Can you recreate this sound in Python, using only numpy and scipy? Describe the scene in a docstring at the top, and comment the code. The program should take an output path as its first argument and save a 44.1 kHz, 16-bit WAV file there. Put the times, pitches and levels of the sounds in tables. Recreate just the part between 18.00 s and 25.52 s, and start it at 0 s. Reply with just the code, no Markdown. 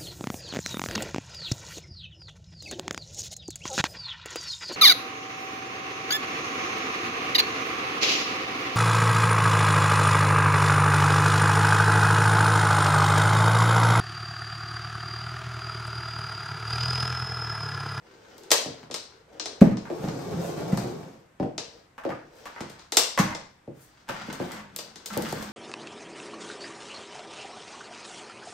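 """Laminate boards crack under a woman in platform heels as she moves a switched-off vacuum cleaner
about a small room. Joints snap and heels knock, sending falling chirps through the floor. Shoved with
a foot, the hollow canister drops on its wheels and rumbles away. She steps across, lays the wand down
with a clatter of plastic and steel and walks off. The ribbed hose scrapes, the cord slides and her
clothes swish, all by friction in tiny slips."""
import sys
import numpy as np
from scipy import signal
from scipy.fft import rfft, irfft, next_fast_len
from scipy.io import wavfile
from scipy.ndimage import uniform_filter1d

SR = 44100
rng = np.random.default_rng(int(sys.argv[2]) if len(sys.argv) > 2 else 0)


def to_wav(sig):
    """Store sig (one row per channel, or 1-D mono) as 16-bit WAV at the path in sys.argv[1].

    Samples outside -1..1 are clipped; the rate is SR.
    """
    pcm = np.clip(np.atleast_2d(sig), -1, 1) * 32767
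    pcm = np.round(pcm).astype(np.int16)
    wavfile.write(sys.argv[1], SR, pcm.T)  # frames by channels


N = 331632
TRACK_HZ, TRACK_S = np.fft.rfftfreq(N, 1 / SR), np.arange(N) / SR
HIT_SAMPLES = 8192
HIT_HZ, HIT_S = np.fft.rfftfreq(HIT_SAMPLES, 1 / SR), np.arange(HIT_SAMPLES) / SR


def gain(db):
    """Decibels to amplitude."""
    return 10 ** (np.asarray(db) / 20)


def unit_rms(x):
    """Scales to an rms of one."""
    return x / np.sqrt(np.mean(x ** 2) + 1e-20)


def unit_hit(x):
    """Scales to the energy of 1 ms at full level."""
    return x / np.linalg.norm(x) * np.sqrt(SR / 1000)


def curve(points, hz):
    """Interpolates a table over log frequency."""
    point_hz, value = np.transpose(points)
    return np.interp(np.log(hz + 1), np.log(point_hz + 1), value)


def add(track, at_s, sound):
    """Mixes a sound in at a given time."""
    part = track[max(round(at_s * SR), 0):][:len(sound)]
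    part += sound[:len(part)]


def pulse(spectrum_db, delay_s):
    """Minimum-phase click, then a delay per frequency."""
    log_gain = np.log(gain(np.maximum(spectrum_db, -100)))
    phase = -signal.hilbert(np.r_[log_gain, log_gain[-2:0:-1]]).imag[:len(HIT_HZ)]
    lag = 2 * np.pi * np.cumsum(delay_s + .0003) * HIT_HZ[1]
    click = irfft(np.exp(log_gain + 1j * (phase - lag)))
    return click * (HIT_S < HIT_S[-1] / 2)


def bending_delay(travel_s, first_hz, knee_hz):
    """Bending waves run faster at higher frequency: treble arrives first."""
    return travel_s * np.maximum(np.sqrt((first_hz + knee_hz) / (HIT_HZ + knee_hz)) - 1, 0)


def plank_ripple(depth_db, bins):
    """A plank's close-set resonances as random ripple on a spectrum."""
    return depth_db * unit_rms(uniform_filter1d(rng.standard_normal(len(HIT_HZ)), bins))


def ring(modes, spread_db, detune):
    """Damped modes, weighted differently by each point of impact."""
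    hz, db, t60_s = np.transpose(modes)[:, :, None]
    weight, shift = rng.standard_normal((2, len(modes), 1))
    decay = gain(db + spread_db * weight - 60 * HIT_S / t60_s)
    return unit_hit((decay * np.sin(2 * np.pi * hz * (1 + detune * shift) * HIT_S)).sum(0))


def colour(x, spectrum):
    """Filters a track by a spectrum, to unit rms."""
    return unit_rms(irfft(rfft(x) * gain(curve(spectrum, TRACK_HZ)), N))


def friction(spectrum, slips_per_s, spread_db, smooth):
    """Tiny slips of uneven size over a smooth rub."""
    slips = (rng.random(N) < slips_per_s / SR) * rng.choice([-1, 1], N)
    sizes = gain(spread_db * np.minimum(rng.exponential(1, N), 4))
    return colour(unit_rms(slips * sizes) + smooth * rng.standard_normal(N), spectrum)


def strokes(rows, fade_s):
    """Swell-hold-fade envelopes, one per level column."""
    total = 0
    for start_s, length_s, *levels_db in rows:
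        inside_s = np.minimum(TRACK_S - start_s, start_s + length_s - TRACK_S)
        total += np.outer(gain(levels_db), np.clip(.5 + inside_s / (2 * fade_s), 0, 1) ** 2)
    return total


# Left-right coherence: (frequency [Hz], coherence [0..1])
COHERENCE = [(120, 0.99), (300, 0.79), (600, 0.15), (1200, 0.18), (3000, 0.16), (7000, 0.078), (9000, 0.14),
             (15000, 0.17)]


def diffuse(noises):
    """Two unrelated signals become a diffuse stereo field, alike in the bass."""
    length = noises.shape[1]
    a, b = rfft(noises)
    coherence = curve(COHERENCE, np.fft.rfftfreq(length, 1 / SR))
    mid, side = a * np.sqrt((1 + coherence) / 2), b * np.sqrt((1 - coherence) / 2)
    return irfft([mid + side, mid - side], length)


# Room decay: (frequency [Hz], t60 [s])
ROOM_DECAY = [(80, 0.68), (250, 0.33), (660, 0.43), (1740, 0.46), (4600, 0.47), (8000, 0.35), (13000, 0.25)]


def room(x, patterns=3, shift_hz=2.9):
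    """Dense reflections off close walls; the pattern shifts as things move, each band at its own decay."""
    t = np.arange(HIT_SAMPLES * 3) / SR
    density = np.minimum(.05 + 4 * t, 1)
    shape = (2, len(t))
    taps = [diffuse(rng.standard_normal(shape) * (rng.random(shape) < density)) for _ in range(patterns)]
    hz, age_s, bands = signal.stft(np.array(taps) / np.sqrt(density), SR, nperseg=256)
    bands *= gain(-60 * age_s / curve(ROOM_DECAY, hz)[:, None])
    tails = signal.istft(bands, SR, nperseg=256)[1][..., :len(t)]
    tails *= (1 - np.exp(-(t / .00063) ** 2)) * (1 + .5 * np.exp(-t / .015))
    tails /= np.linalg.norm(tails, axis=2, keepdims=True)
    cycles = shift_hz * TRACK_S + np.arange(patterns)[:, None] / patterns
    crossfade = np.maximum(np.cos(2 * np.pi * cycles), 0)
    size = next_fast_len(N + len(t))
    sends = rfft(x * crossfade / np.linalg.norm(crossfade, axis=0), size)
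    return irfft((sends[:, None] * rfft(tails, size)).sum(0), size)[:, :N]


# Room air spectrum: (frequency [Hz], level [dB])
AIR_SPECTRUM = [(25, -12), (60, 2), (130, 1), (450, -5.5), (800, -6), (2000, -10), (5000, -25.5),
                (8000, -24), (16000, -34.5)]


def air():
    """Still room air: faint diffuse noise."""
    return gain(-61.5) * colour(diffuse(rng.standard_normal((2, N))), AIR_SPECTRUM)


# Hose swinging loose: (start [s], length [s], hollow rub [dB], rib scrape [dB], cloth swish [dB])
HOSE_SWINGS = [(0.0, 0.29, -58, -62, -62), (0.24, 0.62, -54, -59, -58.5), (1.02, 0.22, -62.5, -65, -68),
               (1.28, 0.33, -49.5, -59, -63), (3.62, 0.23, -57, -66, -62.5), (4.05, 0.71, -61, -72, -66),
               (4.33, 0.16, -55, -57, -56.5), (4.5, 0.37, -81.5, -54.5, -61),
               (5.72, .34, -78, -63.5, -64.5), (6.68, 0.79, -62, -57, -64)]
# Hose pulled taut: (start [s], length [s], canister boom [dB], rib scrape [dB], cloth swish [dB])
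HOSE_PULLS = [(6.092, .52, -51, -45.5, -54.5), (7.098, 0.41, -41.5, -44, -46.5)]
# Friction spectra of hose, ribs and cloth: (frequency [Hz], level [dB])
HOSE_SPECTRUM = [(60, -35.5), (200, -10), (330, -3.5), (450, 3.5), (620, -5), (1000, -14.5), (4000, -47.5)]
RIB_SPECTRUM = [(300, -23.5), (800, 1.5), (1400, 3), (2100, -3.5), (3200, -6), (8000, -19.5), (16000, -40)]
CLOTH_SPECTRUM = [(1000, 2), (3000, -0.5), (5500, 1), (8000, -8.5), (11000, -19.5), (16000, -7.5)]
SWING_FADE_S, PULL_FADE_S = .053, .059


def hose_and_clothes():
    """The ribbed hose rubs hollowly, scrapes in small slips and squeaks once; pleated cloth swishes."""
    swing_rub, swing_ribs, swing_cloth = strokes(HOSE_SWINGS, SWING_FADE_S)
    _, pull_ribs, pull_cloth = strokes(HOSE_PULLS, PULL_FADE_S)
    hollow = friction(HOSE_SPECTRUM, slips_per_s=200, spread_db=2.5, smooth=.52)
    ribs = friction(RIB_SPECTRUM, slips_per_s=170, spread_db=4.4, smooth=.53)
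    cloth = friction(CLOTH_SPECTRUM, slips_per_s=760, spread_db=6.1, smooth=.99)
    rub = gain(3) * hollow * swing_rub + squeak()
    rub += gain(2.5) * ribs * (swing_ribs + pull_ribs)
    rub += gain(.5) * cloth * (swing_cloth + pull_cloth)
    return gain(-9.5) * rub + gain(-4.5) * room(rub)


def squeak(start_s=.13, length_s=.19, hz=1560):
    """Plastic sticks and slips on plastic at a wavering pitch."""
    length = round(length_s * SR)
    waver = .012 * unit_rms(uniform_filter1d(rng.standard_normal(length), 300))
    tone = np.sin(2 * np.pi * np.cumsum(hz * (1 + waver)) / SR)
    track = np.zeros(N)
    add(track, start_s, gain(-61) * signal.windows.tukey(length, .5) * tone)
    return track


# Board joints snapping: (time [s], level [dB], top treble [dB], low body [dB])
JOINT_SNAPS = [(0.3805, -36.5, 3.5, 8), (0.434, -44, -8, -6), (0.505, -17, -16, 5),
               (0.5148, -3.5, -9.5, 4.5), (0.9107, -28, -30, 2), (0.9412, -20, -21, 1.5),
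               (1.3964, -21.5, -50, -0.5), (1.4563, -22.5, -34, 6.5), (1.7695, -28, -40, 18),
               (2.0842, -27, -45, 18), (2.7726, -21, -6.5, 20), (3.5786, -20.5, -34, 5),
               (4.606, -35, -20.5, -10.5), (4.6974, -37, -10, 10), (4.793, -40, -30, 9),
               (4.9206, -18.5, -14, 5.5), (4.9692, -2.5, -7.5, 1.5), (5.3481, -25.5, -34, 12),
               (6.327, -27.5, -1.5, 15), (6.5177, -30.5, -1, 9.5), (6.762, -16.5, 6, -7),
               (6.787, -25, -20, 3), (6.957, -34, -23, 6), (7.0588, -22.5, -0.5, -2),
               (7.1748, -11.5, 15, -13), (7.222, -23.5, 2.5, -11), (7.325, -14.5, 6, 30),
               (7.425, -28.5, -0.5, 16)]
# Snap spectrum: (frequency [Hz], level [dB])
SNAP_SPECTRUM = [(60, -37.5), (210, -14.5), (330, -5.5), (460, 0.5), (800, -4.5), (1400, -7), (2500, -6),
                 (3900, 0), (6000, -2.5), (8500, 0), (10000, -3), (16000, -3.5)]
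# Board modes: (frequency [Hz], level [dB], t60 [s])
BOARD_MODES = [(381, -5, 0.18), (458, 0.5, 0.23), (532, -4, 0.32), (604, -6, 0.3)]


def board_cracks():
    """A joint lets go: a quick falling chirp runs through the board and leaves a hollow ring."""
    near, far = np.zeros((2, N))
    delay_s = bending_delay(travel_s=.003, first_hz=12000, knee_hz=2500)
    top_shelf = np.clip((HIT_HZ - 6000) / 8500, 0, 1)
    body_shelf = curve([(700, 1), (3000, .075)], HIT_HZ)
    for at_s, db, top_db, body_db in JOINT_SNAPS:
        spectrum_db = curve(SNAP_SPECTRUM, HIT_HZ) + top_db * top_shelf + body_db * body_shelf
        snap = gain(db - 3) * unit_hit(pulse(spectrum_db + plank_ripple(1.8, bins=40), delay_s))
        add(near, at_s, snap)
        add(far, at_s, gain(-max(top_db + 2, 0)) * snap)  # bright snaps are close: less room
        hollow = ring(BOARD_MODES, spread_db=2, detune=.036) * (1 - np.exp(-HIT_S / .0085))
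        add(near, at_s + .003, gain(db + min(body_db, 3) - 12.5) * hollow)
    direct = np.array([near, np.roll(near, 1)])  # reaches the right a moment later
    return gain(-1) * direct + gain(4.73) * room(far)


# Heels and soles landing or kicking: (time [s], level [dB], bass [dB], hardness [dB])
FOOTFALLS = [(0.659, -27, -14.5, -28), (0.832, -40.5, -4.5, -2), (0.902, -34, -18.5, -19.5),
             (1.615, -14, -43.5, -22), (1.902, -22.5, -39, -22.5), (3.4, -17, -9, -26),
             (3.43, -22, -25, -25.5), (4.052, -20, -27.5, -22), (4.093, -28, -9.5, -10.5),
             (4.607, -27.5, -11, -9), (5.677, -30.5, -12, -32.5), (6.096, -28.5, -11, -3.5),
             (6.284, -29, -10, -36), (6.401, -21, -12, -17.5), (7.169, -19.5, -15.5, -21),
             (7.327, -30, -2, -16)]
# Footfall spectrum: (frequency [Hz], level [dB])
FOOTFALL_SPECTRUM = [(30, -30), (80, -14.5), (145, 3.5), (215, 1), (310, 6.5), (390, 1.5), (520, 2.5),
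                     (700, 0.5), (1100, -6), (2000, -16.5), (2900, -21), (3800, -27), (9000, -42),
                     (16000, -49.5)]


def heel_steps(echo_s=.0068):
    """A block heel strikes the floating floor: a dull chirp, then a return from the boards' edge."""
    near, far = np.zeros((2, N))
    delay_s = bending_delay(travel_s=.00488, first_hz=1314, knee_hz=150)
    for at_s, db, bass_db, hard_db in FOOTFALLS:
        bass = [(170, bass_db + 16), (320, .052), (550, .0052)]
        clack = [(1200, hard_db + 12.5), (2500, hard_db + 13), (5000, hard_db + 17.5)]
        spectrum_db = curve(FOOTFALL_SPECTRUM, HIT_HZ) + curve(bass + clack, HIT_HZ)
        knock = gain(db + 1.5) * unit_hit(pulse(spectrum_db + plank_ripple(2.2, bins=12), delay_s))
        direct_s = at_s - .001
        add(near, direct_s, knock)
        add(near, direct_s + echo_s, gain(-11.5) * knock)
        add(far, at_s, knock)
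    return gain(1.5) * near + gain(5.5) * room(far)


# Plastic parts knocking: (time [s], level [dB], treble [dB])
PLASTIC_KNOCKS = [(1.61, -24, -1), (1.854, -31, -32.5), (3.98, -29, -27), (4.037, -34, -22),
                  (4.104, -24.5, -36), (4.456, -27, -12), (4.562, -29.5, -34), (5.176, -11, -19),
                  (5.189, -12.5, 3), (5.307, -23.5, -27.5), (6.082, -35, -16), (6.089, -20.5, -12.5),
                  (6.139, -44, -17), (6.522, -33.5, -22), (7.103, -30, -17), (7.131, -29.5, 13),
                  (7.289, -29.5, 17)]
# Knock spectrum: (frequency [Hz], level [dB])
KNOCK_SPECTRUM = [(60, -16.5), (300, -3.5), (700, 9.5), (1700, 8.5), (2800, -2), (4500, -8.5), (9000, -13),
                  (16000, -16)]
# Modes of the plastic nozzle and steel tube: (frequency [Hz], level [dB], t60 [s])
NOZZLE_MODES = [(685, -1.5, 0.016), (890, -5, 0.058), (1170, 2, 0.062), (1650, -14.5, 0.05),
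                (1965, -6.5, 0.097), (2740, -27.5, .04)]
TUBE_MODES = [(5780, -4, .08), (5960, 0, .14), (6170, 0, .14), (6330, -5, .08), (8650, -9, .03),
              (11300, -5, .015), (11900, -7, .012)]


def clatter(tube_lands_s=5.189, contact_lead_s=.0125):
    """Plastic hits plastic or floor: a click plus nozzle modes. The steel tube rings as it lands."""
    track = np.zeros(N)
    delay_s = bending_delay(travel_s=.00321, first_hz=3107, knee_hz=532)
    treble_shelf = curve([(2000, .21), (5000, .74)], HIT_HZ)
    # plastic touches just before each bump
    contacts = [(at_s - contact_lead_s, .35 * db - 27, -19) for at_s, db, _, _ in rocking_bumps()]
    for at_s, db, treble_db in PLASTIC_KNOCKS + contacts + rib_ticks():
        spectrum_db = curve(KNOCK_SPECTRUM, HIT_HZ) + (treble_db + 15.5) * treble_shelf
        click = gain(-4) * unit_hit(pulse(spectrum_db, delay_s))
        nozzle = gain(-7.5) * ring(NOZZLE_MODES, spread_db=2.7, detune=.06)
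        add(track, at_s, gain(db) * (click + nozzle))
    add(track, tube_lands_s, gain(-30) * ring(TUBE_MODES, spread_db=1, detune=.006))
    return gain(-2.5) * track + gain(5) * room(track)


# Canister and wand bumping the floor: (time [s], level [dB], pitch [Hz], shell ring [dB])
FLOOR_BUMPS = [(1.622, 2.5, 213, -6.5), (2.048, -23, 207, 5.5), (2.086, -21.5, 164, -16),
               (2.345, -22, 155, -2), (2.7345, -10.5, 177, -16.5), (3.042, -44, 137, -11),
               (5.203, -10, 187, -6.5)]
# Canister shell modes: (frequency [Hz], level [dB], t60 [s])
SHELL_MODES = [(64.8, -25.5, 0.58), (146, -11, 0.67), (207, -6.5, 0.39), (248, -1.5, 0.55),
               (312.5, 2.5, 0.25), (398, 4.5, 0.079), (483, -1.5, 0.1), (651, -4.5, 0.15),
               (933, -25, 0.201)]


def thuds(lead_s=.02):
    """A heavy, soft blow heaves the floor for a cycle or two and rings the hollow shell."""
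    heave, shell = np.zeros((2, N))
    t = HIT_S - lead_s
    for at_s, db, hz, ring_db in rocking_bumps():
        add(heave, at_s - lead_s, gain(db) * np.exp(-(t / .004) ** 2) * np.cos(2 * np.pi * hz * t))
        add(shell, at_s - .006, gain(db + ring_db + 1) * ring(SHELL_MODES, spread_db=1, detune=.001))
    return heave + shell + gain(-6) * room(heave + shell)


def rocking_bumps(rock_s=.051, drop_db=19, rock_hz=178, ring_db=-9):
    """The floor bumps, plus two smaller ones each as the load rocks back."""
    return FLOOR_BUMPS + [(at_s + k * rock_s, db - drop_db, rock_hz, ring_db)
                          for at_s, db, _, _ in FLOOR_BUMPS for k in (1, 2)]


# Shoved canister rolling: (time [s], relative speed [0..1])
ROLL_SPEED = [(1.8, 0.2), (1.95, 0.6), (2.1, 0.76), (2.45, 0.92), (2.8, 0.91), (3.0, 0.43), (3.3, 0.016)]
# Wheel rumble and axle spectra: (frequency [Hz], level [dB])
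RUMBLE_SPECTRUM = [(30, -48), (80, -11), (140, 6), (220, 1), (350, 1.5), (650, -5.5), (1000, -14.5),
                   (2000, -29), (4000, -40), (16000, -83)]
AXLE_SPECTRUM = [(800, -30), (2500, -3), (5000, 0), (7500, -3), (10000, -8), (16000, -13)]


def wheels():
    """Hard wheels rumble and chatter over the floor's grain, axles hiss; all grow with speed."""
    load_db = unit_rms(uniform_filter1d(uniform_filter1d(rng.standard_normal(N), 900), 900))
    speed = np.interp(TRACK_S, *np.transpose(ROLL_SPEED), left=0, right=0)
    chatter_spectrum = [(200, -64), (450, 11), (720, 5.5), (1200, -5), (2500, -13.5), (8000, -22)]
    rumble = friction(RUMBLE_SPECTRUM, slips_per_s=350, spread_db=2.8, smooth=.21)
    chatter = friction(chatter_spectrum, slips_per_s=120, spread_db=2.9, smooth=.085)
    hiss = friction(AXLE_SPECTRUM, slips_per_s=900, spread_db=3.1, smooth=.77)
    roll = gain(load_db - 31) * speed ** 1.63 * (rumble + gain(-6.5) * chatter)
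    roll += gain(-49.5) * speed ** 1.4 * hiss
    return gain(-10.5) * roll + gain(-2) * room(roll)


# Cord sliding: (start [s], length [s], level [dB])
CORD_SLIDES = [(2.38, 0.14, -50), (4.35, 0.054, -55), (5.76, 0.11, -56), (6.36, 0.17, -58),
               (7.15, 0.34, -53)]


def cord():
    """The sliding cord hisses in fine, dense slips."""
    spectrum = [(1500, -31), (5000, -12), (8000, -3), (12000, -5), (16000, -2)]
    slide, = strokes(CORD_SLIDES, fade_s=.062)
    hiss = slide * friction(spectrum, slips_per_s=1300, spread_db=4.5, smooth=.67)
    return gain(-7) * hiss + gain(3) * room(hiss)


def canister_boom(settle_s=.25):
    """Tugged by its hose, the hollow canister booms softly and settles slowly."""
    spectrum = [(50, -26), (130, -8), (205, -2), (260, -7.5), (360, -16), (1000, -40), (4000, -81)]
    tug, _, _ = strokes(HOSE_PULLS, PULL_FADE_S)
    decay = TRACK_S / settle_s
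    held = np.exp(np.maximum.accumulate(np.log(tug + 1e-12) + decay) - decay)  # exponential release
    boom = held * friction(spectrum, slips_per_s=150, spread_db=3.4, smooth=.32)
    return gain(-9) * boom + gain(1) * room(boom)


def rib_ticks(ticks_per_s=22, spread_db=3):
    """Single hose ribs catch at random during a pull: (time [s], level [dB], treble [dB])."""
    ticks = []
    for start_s, length_s, _, rib_db, _ in HOSE_PULLS:
        ribs = rng.random((64, 3))
        for place, chance, strength in ribs:
            if chance < ticks_per_s * length_s / len(ribs):
                db = rib_db + 8.5 + spread_db * (2 * strength - 1)
                ticks.append((start_s + length_s * place, db, -15))
    return ticks


# Stereo balance: (frequency [Hz], left minus right [dB])
BALANCE = [(600, 0), (2000, 0.5), (3500, 2.5), (5200, 9), (7000, 6), (8500, -0.5), (16000, 1.5)]
# Notches in the top treble: (frequency [Hz], level [dB])
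TREBLE_NOTCHES = [(9400, 0.5), (10300, -20.5), (11300, 2), (12800, -0.5), (14000, -10.5), (15000, -0.5),
                  (16000, -10)]


def scene():
    """All sources over the room air; left side brighter, top treble notched."""
    mix = air() + board_cracks() + heel_steps() + thuds() + clatter() + wheels()
    mix += hose_and_clothes() + canister_boom() + cord()
    eq_db = np.outer([.5, -.5], curve(BALANCE, TRACK_HZ)) + curve(TREBLE_NOTCHES, TRACK_HZ)
    return irfft(rfft(mix) * gain(eq_db), N)


def record(dry):
    """Clips the loudest blows, then low-passes."""
    cutoff_hz = 15800
    lowpass = signal.firwin(511, cutoff_hz, window=("kaiser", 9), fs=SR)
    return signal.oaconvolve(np.clip(dry, -1, 1), lowpass[None], "same")


dry = scene()
out = record(dry)
to_wav(out)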